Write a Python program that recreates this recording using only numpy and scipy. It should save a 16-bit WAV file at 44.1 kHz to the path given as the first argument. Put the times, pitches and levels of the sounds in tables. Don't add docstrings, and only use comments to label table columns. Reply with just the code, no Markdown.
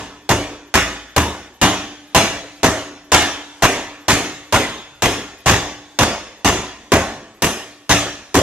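import sys
import numpy as np
from scipy import signal
from scipy.fft import rfft, irfft
from scipy.io import wavfile
from scipy.ndimage import uniform_filter1d

SR = 44100
rng = np.random.default_rng(int(sys.argv[2]) if len(sys.argv) > 2 else 0)


def unload_audio(sound):
    columns = np.transpose(np.atleast_2d(sound))
    steps = np.round(np.clip(columns, -1, 1) * 32767)
    wavfile.write(sys.argv[1], SR, steps.astype(np.int16))


N = 371322
SPAN = 32768
BLOW_T = np.arange(SPAN) / SR


def gain_of(db):
    return 10 ** (np.asarray(db) / 20)


def read(points, hz):
    f, value = np.transpose(points)
    return np.interp(np.log(hz + 1), np.log(f + 1), value)


def steady(points):
    return lambda hz, t: read(points, hz) + 0 * t


def build_up(t, rise_s):
    return 1 - np.exp(-t / rise_s)


def add(mix, s, sound):
    part = mix[:, round((s + 1) * SR):][:, :sound.shape[1]]
    part += sound[:, :part.shape[1]]


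# f/Hz, likeness (0 to 1)
LIKENESS = [(30, 0.86), (60, 0.98), (120, 1), (300, 1), (700, 0.99), (1400, 0.91), (3000, 0.59),
            (6000, 0.18), (14000, 0.17)]
LAG_S = 5.2e-5


def ports(right, stray):
    hz = np.fft.rfftfreq(len(right), 1 / SR)
    same = np.clip(read(LIKENESS, hz), 0, 1)
    late = np.exp(-2j * np.pi * hz * LAG_S) * rfft(right)
    left = same * late + np.sqrt(1 - same ** 2) * rfft(stray)
    return np.array([irfft(left, len(right)), right])


def noise(size, db_at, patchy_db=0.):
    hz = np.fft.rfftfreq(512, 1 / SR)[:, None]
    t = np.arange(size // 128 + 5) * 128 / SR
    a, b = rng.standard_normal((len(t), len(hz), 2, 2)).T
    patches = rng.standard_normal((len(t), len(hz))).T
    patches = uniform_filter1d(patches, size=3, axis=0)
    patches = uniform_filter1d(patches, size=24, axis=1)
    shape = gain_of(db_at(hz, t) + patchy_db * patches / patches.std())
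    pair = signal.istft((a + 1j * b) * shape, nperseg=512, noverlap=384)[1][:, :size]
    start_level = np.sqrt(np.sum(gain_of(db_at(hz, 0 * t[:1])) ** 2))
    return ports(*pair) / start_level


def crowded(x, width_hz, depth_db):
    lumps = rng.standard_normal(SPAN // 2 + 1)
    lumps = uniform_filter1d(lumps, size=max(1, round(width_hz * SPAN / SR)))
    gain = gain_of(depth_db * lumps / lumps.std())
    return irfft(rfft(x) * gain / np.sqrt(np.mean(gain ** 2)), SPAN)


def rings(modes, spread_db, drift, blur):
    t = BLOW_T
    hz, db, t60 = np.transpose(modes)[:, :, None]
    louder, sharper, phase = rng.standard_normal((len(modes), 2, 3)).T[..., None]
    steps = np.cumsum(rng.standard_normal((len(t) // 128 + 2, len(modes))), axis=0).T
    step_t = np.arange(steps.shape[1]) * 128 / SR
    wander = blur * np.array([np.interp(t, step_t, row) for row in steps])
    level = gain_of(db + spread_db * louder - 60 * t / t60)
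    angle = 2 * np.pi * hz * (1 + drift * sharper) * t + 2 * phase + wander
    return ports(*(level * np.sin(angle)).sum(1))


# f/Hz, level/dB (per Hz)
AIR = [(15, -10), (30, 3), (160, -12), (500, -18), (3400, -22), (6500, -28), (9000, -48), (16000, -75)]
AIR_DB = -60


def still_air():
    return gain_of(AIR_DB) * noise(N, steady(AIR), patchy_db=1.5)


# f/Hz, level/dB (per Hz)
CRACK = [(100, -20), (500, 5), (1500, -2.5), (3000, -2), (6500, 0), (10000, -6), (14000, -6), (16000, -25)]


def crack(db):
    return noise(SPAN, steady(CRACK)) * gain_of(db - 60 * BLOW_T / .05) * build_up(BLOW_T, .0007)


# f/Hz, level/dB (per Hz)
CLATTER = [(24, -31), (40, 8), (140, -1), (873, -7), (990, 0.5), (1370, -8), (1720, -3), (4340, -11.5),
           (6490, -7), (9690, -21), (11600, -10.5), (14500, -28), (16000, -30)]
ROCKING_S = 0.032


def clatter(t60):
    after = np.maximum(BLOW_T - ROCKING_S, 0)
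    contacts = uniform_filter1d(rng.standard_normal(SPAN), size=130)
    grain = gain_of(4.2 * contacts / contacts.std())
    rattle = crowded(noise(SPAN, steady(CLATTER)), width_hz=90, depth_db=1.5)
    return rattle * build_up(BLOW_T, 0.014) * grain * gain_of(-8.5 - 60 * after / t60)


# f/Hz, level/dB (per Hz)
TAIL = [(24, -51), (40, -26), (91, -16), (249, -7), (290, -4.5), (433, -8.5), (1020, -9.5), (1180, -12),
        (3220, -13.5), (3470, -11.5), (4240, -17.5), (6490, -12.5), (11600, -20), (14500, -26.5),
        (16000, -95)]
# f/Hz, t60/s
TAIL_T60 = [(60, 1), (160, 0.51), (420, 0.64), (1100, 0.61), (2900, 0.72), (6000, 0.68), (9000, 0.47),
            (14000, 0.41)]


def tail():
    wash = noise(SPAN, lambda hz, t: read(TAIL, hz) - 60 * t / read(TAIL_T60, hz), patchy_db=2.5)
    return crowded(wash, width_hz=30, depth_db=2.5) * gain_of(-6.5) * build_up(BLOW_T, 0.015)


CASE_HZ = [400, 660, 797, 998, 1125, 1202, 1497, 1730, 1851, 2811, 3240, 5428, 5830, 6265, 6640, 7290, 8162,
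           8694, 11205]
# level/dB, t60/s
CASE = [(-27, 0.45), (-19.5, 0.54), (-17, 0.21), (-14.5, 0.15), (-29, 0.8), (-26.5, 0.53), (-46, 0.26),
        (-29, 0.79), (-27.5, 0.78), (-17.5, 0.4), (-33, 0.14), (-53, 0.22), (-38, 0.28), (-15.5, 0.43),
        (-25.5, 0.87), (-19, 0.36), (-22, 0.24), (-22, 0.27), (-24, 0.57)]


def case_ring(colour):
    modes = [(f, level + colour(f), t60) for f, (level, t60) in zip(CASE_HZ, CASE)]
    return rings(modes, spread_db=3, drift=0.002, blur=0.9) * build_up(BLOW_T, 0.0043)


BEARING_HZ, BEARING_T60 = 3475, 0.89


def bearing_ring(db):
    race = rings([(BEARING_HZ, db, BEARING_T60)], spread_db=0, drift=.002, blur=.3)
    return race * build_up(BLOW_T, .005)


# f/Hz, level/dB, t60/s
PLATE = [(294, -2, 1.72), (285, -4, 1.14)]


def plate_ring(db):
    return rings(PLATE, spread_db=1.5, drift=.003, blur=.07) * gain_of(db) * build_up(BLOW_T, .02)


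# f/Hz, level/dB, t60/s
BENCH = [(56, -25.5, 0.68), (79.6, -15.5, 0.39), (108.4, -14, 0.42), (182, -18, 0.44), (289.2, -22.5, 0.66)]


def bench_thud(db):
    return rings(BENCH, spread_db=3.0, drift=0.01455, blur=0.13) * gain_of(db) * build_up(BLOW_T, 0.013)


COLOUR_HZ = [400, 2000, 6000, 12000]
CLANK_DB = 1.02


def blow(s, db, thud_db, low_db, treble_db, top_db, ring_db, plate_db, clatter_t60, crack_db):
    def colour(hz):
        return read(list(zip(COLOUR_HZ, [low_db, CLANK_DB, treble_db, top_db])), hz)
    tint = gain_of(colour(np.fft.rfftfreq(SPAN, 1 / SR)))
    noises = crack(crack_db) + clatter(clatter_t60) + tail()
    body = irfft(rfft(noises) * tint, SPAN)
    ringing = case_ring(colour) + bearing_ring(ring_db) + plate_ring(plate_db)
    fade_out = np.clip((SPAN / SR - BLOW_T) * 10, 0, 1)
    return s, gain_of(db) * (body + ringing + bench_thud(thud_db)) * fade_out


# f/Hz, level/dB (per Hz)
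SHOT = [(4000, -57), (8000, -82), (10500, 19), (12000, 32), (14000, -7), (16000, -19)]
SHOT_LEAD_S = 0.088


def swing(s, db):
    hiss = noise(2600, steady(SHOT))
    return s - SHOT_LEAD_S, gain_of(db) * hiss * signal.windows.tukey(2600, .7)


BOUNCE_TILT_DB = -1.8


def bounce(s, db):
    t = np.arange(4096) / SR

    def spectrum(hz, t):
        return read(CLATTER, hz) + BOUNCE_TILT_DB * np.log2(hz / 1000 + 0.15) + 0 * t
    return s, noise(len(t), spectrum) * gain_of(db - 60 * t / 0.025) * build_up(t, 0.0052)


# t/s, strength/dB, bench thud/dB, low colour/dB, treble colour/dB, top colour/dB,
# bearing ring/dB, plate ring/dB, clatter t60/s, crack/dB, shot hiss/dB (hiss ignores strength)
BLOWS = [(-.17, -6, 2.5, 5.5, -3, -7, -30, -25.5, 0.26, -4, -90),
         (0.291, -6.5, 5, 7, -3.5, -8, -28, -24, 0.092, 1.5, -64),
         (0.74, -0.5, -2.5, -2, -6, -10, -28.5, -43, 0.14, -3.5, -61),
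         (1.163, -6, 4.5, 6, -5.5, -5.5, -34, -40, 0.18, 3, -58),
         (1.614, -0.5, -2, 1, -4, -9, -34, -28.5, 0.12, -4, -57),
         (2.147, 0, -7, 1.5, -2, -7.5, -37, -28.5, 0.057, -3.5, -60),
         (2.631, -4, -3, 6, -2.5, -8.5, -31, -27.5, 0.14, -1, -60),
         (3.118, 2.5, -8.5, -2, -3, -9, -25, -33.5, 0.035, -6, -61),
         (3.622, 0.5, -11, 0, -7, -9.5, -31, -30, 0.093, -2.5, -69),
         (4.082, -0.5, -2.5, 1, -2, -7.5, -28, -28, 0.14, -4, -56),
         (4.524, -1, -7, -0.5, -6, -8.5, -22, -37.5, 0.1, -4, -61),
         (5.021, -3.5, -1, 4, -3.5, -6, -33, -33, 0.1, -3, -65),
         (5.4591, -1.5, -0.5, 2.5, -2, -8.5, -23, -28, 0.35, -9, -53),
         (5.988, -2.5, -2.5, 2, -3, -10.5, -25, -55, 0.13, 1, -70),
         (6.446, -1.5, 0, 1, -4, -9.5, -39, -35.5, 0.1, -3.5, -61),
         (6.919, -4.5, 0, 7, -5, -10, -38, -34, .18, 3, -69),
         (7.421, -6, -6.5, 1.5, -3, -2, -34, -29, .12, 0.5, -59),
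         (7.893, -1, -1.5, 0, -1.5, -7.5, -34, -57, 0.081, -7.5, -73),
         (8.343, -6.5, 6, 7.5, 0.5, -4, -28, -40, 0.19, -4, -82)]
# t/s, level/dB
BOUNCES = [(0.3, 5.5), (0.312, 7), (0.753, 11.5), (1.178, 8.5), (1.632, 1), (1.659, -2), (2.158, -4),
           (2.236, -3), (2.643, 7), (3.221, 1), (3.632, 6), (3.641, 8), (4.533, 1), (4.544, 4), (4.599, -5),
           (5.51, 4), (5.534, 2), (6.018, 3.5), (6.029, 7), (6.485, 4), (6.936, 8.5), (7.443, 1.5)]


def scene():
    mix = np.zeros((2, N + SR))
    for *hit, shot_db in BLOWS:
        add(mix, *blow(*hit))
        add(mix, *swing(hit[0], shot_db))
    for row in BOUNCES:
        add(mix, *bounce(*row))
    return mix[:, SR:] + still_air()


EDGE_HZ = 16100


def record(dry):
    knee = 9.
    thin = signal.sosfilt(signal.butter(2, 36, "high", fs=SR, output="sos"), dry)
    clipped = thin / (1 + abs(thin) ** knee) ** (1 / knee)
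    band_limit = signal.firwin(511, EDGE_HZ, window=("kaiser", 9), fs=SR)
    return signal.oaconvolve(clipped, band_limit[None], "same")


dry = scene()
out = record(dry)
unload_audio(out)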